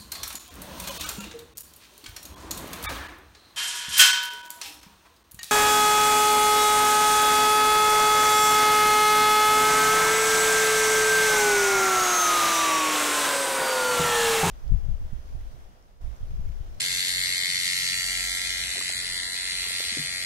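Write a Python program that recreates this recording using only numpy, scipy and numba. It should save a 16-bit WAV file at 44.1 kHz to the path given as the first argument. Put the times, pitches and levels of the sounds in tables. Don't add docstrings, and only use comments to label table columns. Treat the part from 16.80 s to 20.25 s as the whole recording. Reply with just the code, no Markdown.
import sys
import numpy as np
from scipy import signal
from scipy.io import wavfile
from scipy.ndimage import uniform_filter1d, map_coordinates
from numba import njit

SR = 44100
rng = np.random.default_rng(int(sys.argv[2]) if len(sys.argv) > 2 else 0)


def volts_from_decibels(level):
    exponent = np.asarray(level, float) / 20
    return 10 ** exponent


def generate_wav(sig):
    pcm = np.round(np.clip(np.atleast_2d(sig).T, -1, 1) * 32767).astype(np.int16)
    wavfile.write(sys.argv[1], SR, pcm)


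N = 152145
STROKE_HZ, FIRST_STROKE_S = 90.642, .0060
LEFT_RIGHT = np.array([[1], [-1]])


@njit
def svf(x, hz, width_hz):
    y, band, low = np.empty(len(x)), 0., 0.
    g, k = np.tan(np.pi * hz / SR), width_hz / hz
    for i in range(len(x)):
        v = (band + g * (x[i] + 1e-18 - low)) / (1 + g * (g + k))
        band, low, y[i] = 2 * v - band, low + 2 * g * v, k * v
    return y


def ring(x, hz, width_hz):
    once = svf(x, 1. * hz, 1.33 * width_hz)
    return svf(once, 1. * hz, 1.33 * width_hz)


def level(x, db):
    return x * volts_from_decibels(db) / np.sqrt(np.mean(x ** 2))


def walk(rate_hz):
    hold = int(SR / rate_hz)
    steps = np.repeat(rng.standard_normal(N // hold + 1), hold)
    return 1.17 * uniform_filter1d(uniform_filter1d(steps, hold), hold)[:N]


def sample_at(t):
    return np.clip(t * SR, 0, N - 1).astype(int)


def clicks(times):
    at = np.clip(times.ravel() * SR, -8, N + 8) + 16
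    near = np.floor(at).astype(int)[:, None] + np.arange(-3, 5)
    gap = near - at[:, None]
    kernel = np.sinc(gap) * np.cos(np.pi * gap / 8) ** 2

    def play(size):
        spread = size.ravel()[:, None] * kernel
        return np.bincount(near.ravel(), spread.ravel(), N + 40)[16:N + 16]
    return play


# time in seconds, level in dB, brightness in dB,
# lean to the left in dB, lateness in ms, tilt of the low ring in dB.
HAND = [(0.0, -36, 3, 3.5, .45, -6), (0.06, -36, 2, 5, 0.439, -6), (.2, -36.5, 3.5, 5, 0.432, -11.5),
        (.5, -35, -0.5, 3, 0.31, -1), (0.8, -35.5, 0, 5, 0.236, -0.5), (1.101, -35, -0.5, 2.5, 0.105, -3),
        (1.349, -36, -0.5, 2.5, 0.024, 3), (1.5, -36, 0, 0.5, -.05, 3), (1.75, -36.5, -2, 1.5, -.15, 0.5),
        (1.95, -37, -0.5, 2.5, -.25, 0), (2.25, -38, -0.5, 3.5, -0.302, -8.5),
        (2.499, -39, -1, 2, -0.17, -5), (2.8, -38.5, -0.5, 1.5, -.1, 1.5), (3.0, -39, 0.5, 1.5, -.05, -3),
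        (3.298, -40, -0.5, 3.5, -0.035, -3), (3.45, -39.5, -0.5, 4, -0.0086, -1)]


def hand(t):
    rows = np.array(HAND).T
    return [np.interp(t, rows[0], row) for row in rows[1:]]


def tilt(hz, db):
    return db / 2 * np.sign(hz - 2080) * (1750 < hz < 2450)


# time in seconds, lag in seconds.
PORT_LAG = [(0, 0.00018), (3.45, 0.0001)]


def port_lag(t):
    return np.interp(t, *np.array(PORT_LAG).T)


def paths(start, count=10):
    echo_db, t60_s, drift_s = -10, 0.32, 0.00013
    index = sample_at(start)
    delay = np.sort(rng.uniform(0.000973, .045, count))
    drift = np.array([walk(0.75)[index] for _ in delay]).T
    gain = volts_from_decibels(echo_db - 60 * delay / t60_s) * rng.choice([-1, 1], count)
    return np.c_[0 * start, delay + drift_s * drift], np.r_[1, gain]


# share of a turn, level in dB.
KNOCKS = [
    (0, 1.5),
    (0.258, -13),
    (0.391, -18),
    (0.672, -12.5),
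    (0.819, -12.5),
]
# centre in Hz, width in Hz, level in dB, lateness in ms,
# share of brightness, left-right balance in dB.
BODY = [(1640, 740, -12, -0.78, -0.48, 1), (1963, 366, -4, -.5, -1.1, -5.5),
        (2191, 386, -2.5, -0.46, -1.2, 2.5), (2793, 480, -8, -0.3, -0.25, 0.5),
        (3350, 435, -1, -0.203, 0.48, 1.5), (4142, 720, -0.5, .05, 1.2, 2), (4557, 436, -3, .2, 0.8, -8.5),
        (5720, 1300, -14.5, .4, 0.3, 2), (7520, 1670, -8, .65, 1.23, -12.5),
        (8830, 930, -8.5, .7, 0.96, -3.5), (11260, 500, -13.5, 0.26, -0.68, 5)]


def knocks():
    jitter_s, scatter_db, own_db, wander_db = 1.5e-5, .8, 2.1, 1.5
    low_hz, low_lead_s = 2500, 4e-5
    turn = FIRST_STROKE_S + np.arange(-5, N / SR * STROKE_HZ) / STROKE_HZ
    share, knock_db = np.array(KNOCKS).T
    start = (turn[:, None] + share / STROKE_HZ).ravel()
    start = start + jitter_s * rng.standard_normal(len(start))
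    loud, bright, lean, late, turned = hand(start)
    start = start + late / 1000
    loud = loud + np.tile(knock_db, len(turn)) + scatter_db * rng.standard_normal(len(start))
    ways = [paths(start), paths(start)]
    left = clicks((start + port_lag(start))[:, None] + ways[0][0])
    right = clicks(start[:, None] + ways[1][0])
    out = np.zeros((2, N))
    for k, (hz, width_hz, ring_db, late_ms, edge, pan_db) in enumerate(BODY):
        wander = wander_db * walk(3.095)[sample_at(start)]
        own = loud + wander + tilt(hz, turned) + ring_db + edge * bright
        own = own + own_db * rng.standard_normal(len(start))
        sign = (-1) ** (k - (hz > 2080))
        for c, (play, side) in enumerate(((left, 1), (right, -1))):
            size = volts_from_decibels(own + side * (pan_db + (1 - edge) * lean) / 2)[:, None] * ways[c][1]
            lead_s = low_lead_s * (hz < low_hz and c == 0)
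            shift = round((late_ms / 1000 - lead_s) * SR)
            out[c] += sign * np.roll(ring(play(size), hz, width_hz), shift)
    return out * volts_from_decibels(5.5 + 32.5)


# centre in Hz, width in Hz, level in dB, share of brightness,
# left-right balance in dB.
RATTLE = [(1530, 1170, -12, 0.86, 1), (1871, 216, 0.5, -0.1, 0.5), (2163, 330, -0.5, -0.15, 1),
          (2710, 960, -4, 1, 2.3), (4235, 1740, 1.5, 0.72, -0.5), (5960, 1200, -2.5, 0.25, 0),
          (7860, 3650, -4.5, 0.66, 1.5), (9130, 830, 1, 0.033, 3), (10240, 3150, -6, -0.53, -1),
          (11730, 500, -7, 1, 9)]


def rattle(t):
    rattle_db, pulse_db, grain_db, alike = 6, 0.5, 2.0, 0.33
    loud, bright, lean, late_ms, turned = hand(t)
    phase = (t - FIRST_STROKE_S - late_ms / 1000) * STROKE_HZ % 1
    pulse = volts_from_decibels(pulse_db * 2 * np.exp(-phase / 0.25))

    def grit():
        return pulse * rng.standard_normal(N) * volts_from_decibels(grain_db * rng.exponential(1, N))

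    shared = grit()
    lagged = map_coordinates(shared, [(t - port_lag(t)) * SR], order=3, mode="mirror")
    ports = [np.sqrt(alike) * v + np.sqrt(1 - alike) * grit() for v in (lagged, shared)]
    out = np.zeros((2, N))
    for k, (hz, width_hz, db, edge, pan_db) in enumerate(RATTLE):
        flicker = 1.57 * walk(3.97) + 1.02 * walk(29.83)
        band_db = db + tilt(hz, turned) + edge * bright + flicker
        for c, side in enumerate((1, -1)):
            gain = volts_from_decibels(band_db + side * (pan_db + (1 - edge) * lean / 2) / 2)
            out[c] += (-1) ** k * gain * ring(ports[c], hz, width_hz)
    return level(out, rattle_db) * volts_from_decibels(loud)


# multiple of the stroke rate, level in dB.
HUM = [(1, -7.5), (2, -7), (3, -16.5), (4, -17.5), (5, -6), (6, -14), (7, -8.5), (8, -3), (9, -13),
       (10, -27), (11, -7.5), (12, -23), (13, -6.5), (14, -8.5), (15, 2.5), (16, -7), (17, -19), (18, 4.5)]


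def hum(t):
    hum_db, waver_db, left_lag_s = -56, 3.4, 0.000097
    heard = np.array([t - left_lag_s, t])
    out = np.zeros((2, N))
    for k, db in HUM:
        tone = np.sin(2 * np.pi * k * STROKE_HZ * heard + k * k)
        out += volts_from_decibels(hum_db + db + waver_db * walk(3.98)) * tone
    return out


# frequency in Hz, density in dB per Hz.
ROOM = [(18, -25), (30, -24), (70, 3), (328, -10), (461, -14), (668, -11.5), (721, -8.5), (881, -22),
        (1200, -15), (1560, -43), (2640, -120)]


def room():
    out, rows = 0, np.array(ROOM).T
    for hz in 36 * 2 ** np.arange(0, 5.3, .5):
        mid, side = (ring(rng.standard_normal(N), hz, hz / 3) for _ in range(2))
        db = np.interp(np.log(hz), np.log(rows[0]), rows[1])
        db = db + 0.58 * walk(2.23) + 1.5 * walk(9.8)
        spread = min(0.13 + hz / 1100.0, 1)
        out = out + volts_from_decibels(db) * (mid + spread * side * LEFT_RIGHT)
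    return level(out, -54)


# time in seconds, level in dB.
DRONE = [(0, -68), (.11, -50), (.23, -62), (.35, -50), (.55, -61), (.8, -61), (1.0, -57), (1.2, -54),
         (1.4, -47.5), (1.53, -47), (1.58, -56), (1.7, -49), (2.0, -60), (2.3, -51), (2.6, -61), (2.8, -51),
         (2.92, -66), (3.05, -56), (3.45, -60)]


def outside(t):
    drone_hz, waver_db, traffic_fade_s = 51.2, 2.5, 1.87
    drone = np.sin(2 * np.pi * np.cumsum(drone_hz * (1 + 0.151 * walk(12))) / SR)
    swell_db = np.interp(t, *np.array(DRONE).T) + waver_db * walk(14)
    traffic = level(ring(rng.standard_normal(N), 139.4, 48), -55.5)
    fan = level(ring(rng.standard_normal(N), 470, 15), -71.5)
    return drone * volts_from_decibels(swell_db + 4) + traffic / (1 + (t / traffic_fade_s) ** 4) + fan


# time in seconds, peak in dB, pitch in Hz, ring (60 dB fall) in seconds.
BUMPS = [(1.955, -50, 700, .06), (1.965, -49, 380, .06), (1.978, -45, 400, .05), (1.992, -45, 240, .04),
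         (2.010, -32, 1030, .013), (2.011, -40, 520, .015), (2.095, -45, 420, .03), (2.097, -37, 780, .014),
         (2.855, -40, 1100, .012), (2.866, -45, 390, .035), (2.908, -40, 560, .012), (3.003, -39, 580, .02),
         (3.121, -39, 220, .04), (3.170, -32, 290, .045), (3.174, -41, 460, .04), (3.185, -36, 150, .25),
         (3.195, -35, 250, .05)]


def bumps(t):
    scuff_db, scuff_from_hz, scuff_until_s = -3.0, 350, 3.1
    out, noise = np.zeros(N), rng.standard_normal(N)
    for start_s, db, hz, ring_s in BUMPS:
        age = np.clip(t - start_s, 0, None)
        body = np.sin(2 * np.pi * hz * age)
        if hz > scuff_from_hz and start_s < scuff_until_s:
            body = body + volts_from_decibels(scuff_db) * level(svf(noise, 1. * hz, 1. * hz), 0)
        onset = 1 - np.exp(-age * hz * 4.8)
        out += volts_from_decibels(db) * onset * volts_from_decibels(-60 * age / ring_s) * body
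    return 1.4 * out


def scene():
    t = np.arange(N) / SR
    small = signal.butter(4, 1473, "high", fs=SR, output="sos")
    machine = signal.sosfilt(small, knocks() + rattle(t))
    return machine + hum(t) + room() + outside(t) + bumps(t)


TOP_HZ = 11850
# start in seconds, length in
# seconds, centre in Hz, width in Hz.
NULLS = [(0.0, 0.45, 9580, 340), (0.01, 0.17, 8420, 180), (0.02, 0.17, 5430, 260), (0.09, 0.15, 3100, 150),
         (0.16, 0.28, 8440, 220), (0.29, 0.15, 6160, 190), (0.37, 0.63, 9880, 290), (0.41, 0.36, 6650, 210),
         (0.54, 0.12, 8440, 200), (0.99, 0.21, 9880, 450), (1.16, 0.32, 3570, 210), (1.2, 0.1, 10770, 280),
         (1.2, 0.14, 9780, 400), (1.31, 0.32, 10660, 190), (1.38, 0.23, 9690, 260), (1.46, 0.13, 2650, 330),
         (1.51, 0.16, 6740, 230), (1.61, 0.22, 2690, 260), (1.64, 0.3, 9800, 270), (1.69, 0.33, 4870, 240),
         (1.75, 0.21, 5380, 230), (1.86, 0.23, 3340, 270), (1.91, 0.12, 6680, 170), (1.99, 0.17, 9500, 200),
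         (2.03, 0.19, 11410, 240), (2.12, 0.08, 3420, 430), (2.19, 0.2, 6270, 160), (2.2, 0.12, 11460, 190),
         (2.29, 0.26, 5560, 180), (2.29, 0.41, 6370, 280), (2.3, 0.17, 11710, 140), (2.3, 0.07, 3830, 450),
         (2.32, 0.23, 2450, 120), (2.35, 0.18, 5100, 200), (2.53, 0.14, 5020, 230),
         (2.55, 0.31, 10340, 190), (2.57, 0.23, 11690, 190), (2.69, 0.19, 5080, 370),
         (2.73, 0.37, 6680, 320), (2.98, 0.12, 10490, 260), (3.02, 0.12, 3620, 240),
         (3.06, 0.24, 10250, 200), (3.17, 0.26, 3810, 250), (3.27, 0.14, 5020, 180),
         (3.36, 0.11, 10120, 190)]


def gate(x):
    share, from_hz, depth_db, memory, null_pull = .125, 2350, -60, .9, .9
    edge_hz, edge_from_s, edge_pull = 11450, 1.55, .35
    hz, when, spec = signal.stft(x, SR, nperseg=1024)
    power = uniform_filter1d(np.abs(spec) ** 2, size=4, axis=2) + 1e-20
    near = uniform_filter1d(power, size=4, axis=1)
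    around = uniform_filter1d(power, size=41, axis=1)
    dip = np.log(near / around)
    dip = dip - memory * uniform_filter1d(dip, size=90, axis=2)
    for start_s, length_s, at_hz, width_hz in NULLS:
        during = (when > start_s) & (when < start_s + length_s)
        dip[0, abs(hz - at_hz) < width_hz / 2] -= null_pull * during
    dip[:, hz > edge_hz] -= edge_pull * (when > edge_from_s)
    band = (hz > from_hz) & (hz < TOP_HZ)
    weak = (dip < np.quantile(dip[:, band], share)) & band[:, None]
    weak = uniform_filter1d(1. * weak, size=3, axis=1) > 0
    return signal.istft(spec * np.where(weak, volts_from_decibels(depth_db), 1), SR)[1][:, :N]


def low_pass(x):
    return signal.sosfilt(signal.butter(12, 13210, fs=SR, output="sos"), x)


def record(dry):
    turn = np.array([[1, 0.98], [1, -0.95]])
    gated = turn @ gate(turn @ dry / 2)
    top_cut = signal.ellip(12, .3, 80, TOP_HZ, fs=SR, output="sos")
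    mix = signal.sosfilt(top_cut, gated)
    return low_pass(mix)


dry = scene()
out = record(dry)
generate_wav(out)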